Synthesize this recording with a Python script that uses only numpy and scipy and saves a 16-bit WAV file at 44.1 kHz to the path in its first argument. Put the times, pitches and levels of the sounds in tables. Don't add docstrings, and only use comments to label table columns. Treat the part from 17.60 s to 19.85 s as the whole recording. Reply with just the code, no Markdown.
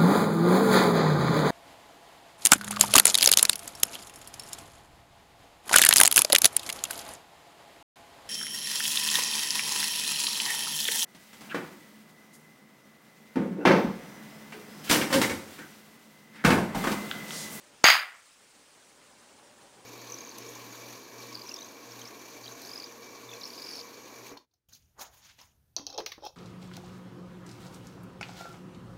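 import sys
import numpy as np
from scipy import signal
from scipy.io import wavfile
from scipy.ndimage import uniform_filter1d

SR = 44100
rng = np.random.default_rng(int(sys.argv[2]) if len(sys.argv) > 2 else 0)


def attenuation_scalar(level_db):
    decades = np.asarray(level_db, float) / 20
    return 10 ** decades


def materialize(psi):
    bounded = np.clip(np.atleast_2d(psi).T, -1, 1)
    quanta = np.round(bounded * 32767).astype(np.int16)
    wavfile.write(sys.argv[1], SR, quanta)


N = 99225
T = np.arange(N) / SR
KNOCK_S = .2417

# arrival_s, signed strength (ratio)
ECHOES = [(.2485, -.25), (.2516, -.65), (.2555, .4), (.2568, 1.2), (.2583, .7), (.2647, -.4), (.2679, -.4),
          (.2720, .3), (.2760, .4), (.2850, .3), (.2866, 1.25), (.2881, .65), (.2962, -.4), (.3022, -.35),
          (.3031, .45), (.3043, .5), (.3295, -.25), (.3395, .15), (.3455, -.25), (.3537, .4), (.3675, .2)]


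def evened(x):
    return x / np.sqrt(np.mean(x ** 2) + 1e-20)


def read(points, hz):
    f, value = np.transpose(points)
    return np.interp(np.log(hz + 1), np.log(f + 1), value)


def shaped(x, db_of, size):
    overlap = size * 3 // 4
    hz, t, z = signal.stft(x, SR, nperseg=size, noverlap=overlap)
    z = z * attenuation_scalar(db_of(hz[:, None], t))
    return signal.istft(z, SR, nperseg=size, noverlap=overlap)[1][:len(x)]


def band(low_hz, high_hz):
    return signal.butter(2, [low_hz, high_hz], "band", fs=SR, output="sos")


def swell(top_hz):
    wobble = np.zeros(N)
    for rate_hz in np.geomspace(top_hz / 20, top_hz, num=20):
        wobble += np.sin(2 * np.pi * (rate_hz * T + rng.random())) / np.sqrt(rate_hz)
    return evened(wobble)


def hush():
    duck_db, ahead_s, hold_s = -18.5, .009, .01
    t = T - KNOCK_S
    ducked = (t > -ahead_s) & (t < hold_s)
    return attenuation_scalar(uniform_filter1d(duck_db * ducked, size=60))


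def hiss():
    # pitch_hz, level_db (per Hz)
    hiss_colour = [(25, -13.5), (300, -10), (1500, -0.5), (5000, -3), (9900, -3.5), (10300, -17.5),
                   (15700, -17)]
    hiss_db, patchy_db = -59.5, 1.63
    whine_hz, whine_db = 8050, -79.5
    patches = rng.standard_normal((513, N // 256 + 9))
    patches = uniform_filter1d(patches, size=14, axis=0)
    patches = evened(uniform_filter1d(patches, size=3, axis=1))

    def colour(hz, t):
        return read(hiss_colour, hz) + patchy_db * patches[:, :len(t)]

    noise = evened(shaped(rng.standard_normal(N), colour, size=1024))
    whine = attenuation_scalar(whine_db) * np.sin(2 * np.pi * whine_hz * T)
    return attenuation_scalar(hiss_db + 0.54 * swell(top_hz=60)) * noise + whine


def hum():
    # pitch_hz, level_db (per Hz)
    hum_colour = [(18, -45), (30, -20.5), (153, -7.5), (284, -2), (323, -4.5), (588, -2.5), (669, -6.5),
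                  (811, -3), (5000, -16.5), (6500, -50.5), (11000, -120)]
    # pitch_hz, width_hz, level_db
    fan = [(588.6, 12, -72.5), (820.5, 14, -79), (1010, 8.02, -77)]
    hum_db, rolloff_hz = -59, 1525

    def colour(hz, t):
        return read(hum_colour, hz) - 20 * np.log10(1 + (hz / rolloff_hz) ** 2) + 0 * t

    level = attenuation_scalar(hum_db + 1.1 * swell(top_hz=98.4))
    air = level * evened(shaped(rng.standard_normal(N), colour, size=2048))
    for hz, width_hz, db in fan:
        r = np.exp(-np.pi * width_hz / SR)
        poles = [1, -2 * r * np.cos(2 * np.pi * hz / SR), r * r]
        air = air + attenuation_scalar(db) * evened(signal.lfilter([1], poles, rng.standard_normal(N)))
    return air


def linger():
    # pitch_hz, level_db, t60_s
    standing = [(740, -30, .33), (876, -33, .4), (1430, -29, .36), (1790, -33, .33), (1972, -17, .36),
                (2036, -21, .32), (2172, -27, .33), (2848, -25.5, .3), (4655, -29.5, .3),
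                (4797, -28.5, 0.39), (4866, -22.5, .27)]
    rise_s = 0.015
    t = np.maximum(T - KNOCK_S, 0)
    tones = np.zeros(N)
    for hz, db, t60 in standing:
        level = attenuation_scalar(db - 60 * t / t60 + 3 * swell(top_hz=49.7))
        tones += level * np.sin(2 * np.pi * (hz * t + rng.random()))
    return tones * np.minimum(t / rise_s, 1)


def clusters():
    scatter, scatter_s = .6, .0015
    return 1 + scatter * sum(abs(g) * np.exp(-((T - s) / scatter_s) ** 2) for s, g in ECHOES)


def tail(colour_points):
    # pitch_hz, t60_s
    decay = [(60, .3), (250, 0.35), (600, .5), (1300, 0.45), (2000, .42), (3000, 0.35), (4800, .28),
             (6600, 0.25), (9000, 0.35), (14000, .33), (15700, 0.32)]
    rise_s, hold_s, patchy_db = 0.0025, .065, 1.5
    slots = np.arange(0, N - 12, 12)
    at = slots + rng.integers(0, 12, len(slots))
    taps = np.zeros(N)
    taps[at] = rng.standard_normal(len(at))
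    lumps = evened(uniform_filter1d(rng.standard_normal(N), size=150))

    def steady(hz, t):
        return read(colour_points, hz) + 0 * t

    def fading(hz, t):
        return steady(hz, t) - 60 * np.maximum(t - KNOCK_S - hold_s, 0) / read(decay, hz)

    wash = shaped(taps, fading, size=512) / np.std(shaped(taps, steady, size=512))
    rise = np.clip((T - KNOCK_S) / rise_s, 0, 1)
    return wash * rise * clusters() * attenuation_scalar(patchy_db * lumps)


def reverberation(ring):
    # pitch_hz, level_db
    pulse_colour = [(60, -17), (300, -25.5), (480, -19), (800, -11), (1300, -3), (2050, 0.5), (4200, -8),
                    (5500, -21), (8000, -23.5), (15000, -23)]
    # pitch_hz, level_db
    ring_colour = [(2000, -2.5), (4500, 0), (5000, 2.5), (6000, -6), (7200, -6), (14000, -1)]
    pulse_db, ring_db = -18, -24.5
    rung = signal.fftconvolve(tail(ring_colour), ring / np.linalg.norm(ring))[:N]
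    return attenuation_scalar(pulse_db) * tail(pulse_colour) + attenuation_scalar(ring_db) * rung


def spike(s, strength):
    offset = np.arange(N) - s * SR
    return strength * np.sinc(offset) * (abs(offset) < 30)


def lead_in():
    lead_db, growth_s = -13, .0012
    t = T - KNOCK_S
    rush = attenuation_scalar(lead_db) * rng.standard_normal(N) * np.exp(np.minimum(t, 0) / growth_s) * (t < 0)
    return signal.sosfilt(band(1000, 7500), rush)


def clack():
    # pitch_hz, level_db, t60_s
    stone = [(2040, -25, 0.023), (2870, -20.5, .015), (4656, -11.5, 0.022), (4875, -14, 0.041),
             (6515, -19, 0.017), (6600, -13.5, .035), (6950, -19.5, 0.016), (9990, -24.5, .008),
             (14600, -30, 0.0094)]
    contact_s, rebound = .00045, .15
    t = np.arange(SR // 10) / SR
    u = t / contact_s
    pull = -np.sin(np.pi * np.clip(u, 0, 1))
    pulse = pull + rebound * np.sin(np.pi * np.clip(2 * (u - 1), 0, 1))
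    ring = sum(attenuation_scalar(db - 60 * t / t60) * np.sin(2 * np.pi * hz * t) for hz, db, t60 in stone)
    return pulse, ring * np.minimum(u, 1)


def knock(pulse, ring):
    knock_db, echo_ring = 2, .2
    echoes = sum(spike(s, strength) for s, strength in ECHOES)
    dull = signal.sosfiltfilt(band(850, 14000), echoes)
    direct = signal.fftconvolve(spike(KNOCK_S, 0.91), pulse + ring)[:N]
    echoed_pulse = signal.fftconvolve(dull, pulse)[:N]
    echoed_ring = signal.fftconvolve(echo_ring * echoes, ring)[:N]
    return attenuation_scalar(knock_db) * (direct + echoed_pulse + echoed_ring)


def microphone(x):
    # pitch_hz, level_db
    port = [(30, -18.5), (120, -7.5), (300, -2.5), (700, 0), (10500, 0), (12200, -6), (13200, 1.5),
            (14600, 4), (15700, 0.5)]
    hz = np.linspace(0, SR / 2, num=513)
    response = signal.firwin2(2047, hz, attenuation_scalar(2 * read(port, hz)), fs=SR)
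    return signal.fftconvolve(x, signal.minimum_phase(response))[:N]


def rocks():
    pulse, ring = clack()
    return microphone(knock(pulse, ring) + lead_in() + reverberation(ring) + linger())


def scene():
    # time_s, level_db
    gain = [
        (0, -4.5),
        (0.242, -3),
        (.3, -14.5),
        (.72, -16),
        (.8, -8),
        (1.1, -6.5),
        (1.45, -3.5),
        (1.8, -.5),
        (2.25, .5),
    ]
    s, db = np.transpose(gain)
    knocking = rocks()
    floor = hum() * hush() * attenuation_scalar(np.interp(T, s, db))
    return (knocking + floor)[None]


def top_cut(x):
    return signal.sosfilt(signal.butter(12, 16810, fs=SR, output="sos"), x)


def record(dry):
    edge_hz = 15780
    x = np.clip(dry + hush() * hiss(), -.96, .96)
    low_pass = signal.firwin(801, edge_hz, window=("kaiser", 9), fs=SR)
    x = signal.oaconvolve(x, low_pass[None], "same")
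    return top_cut(x)


dry = scene()
out = record(dry)
materialize(out)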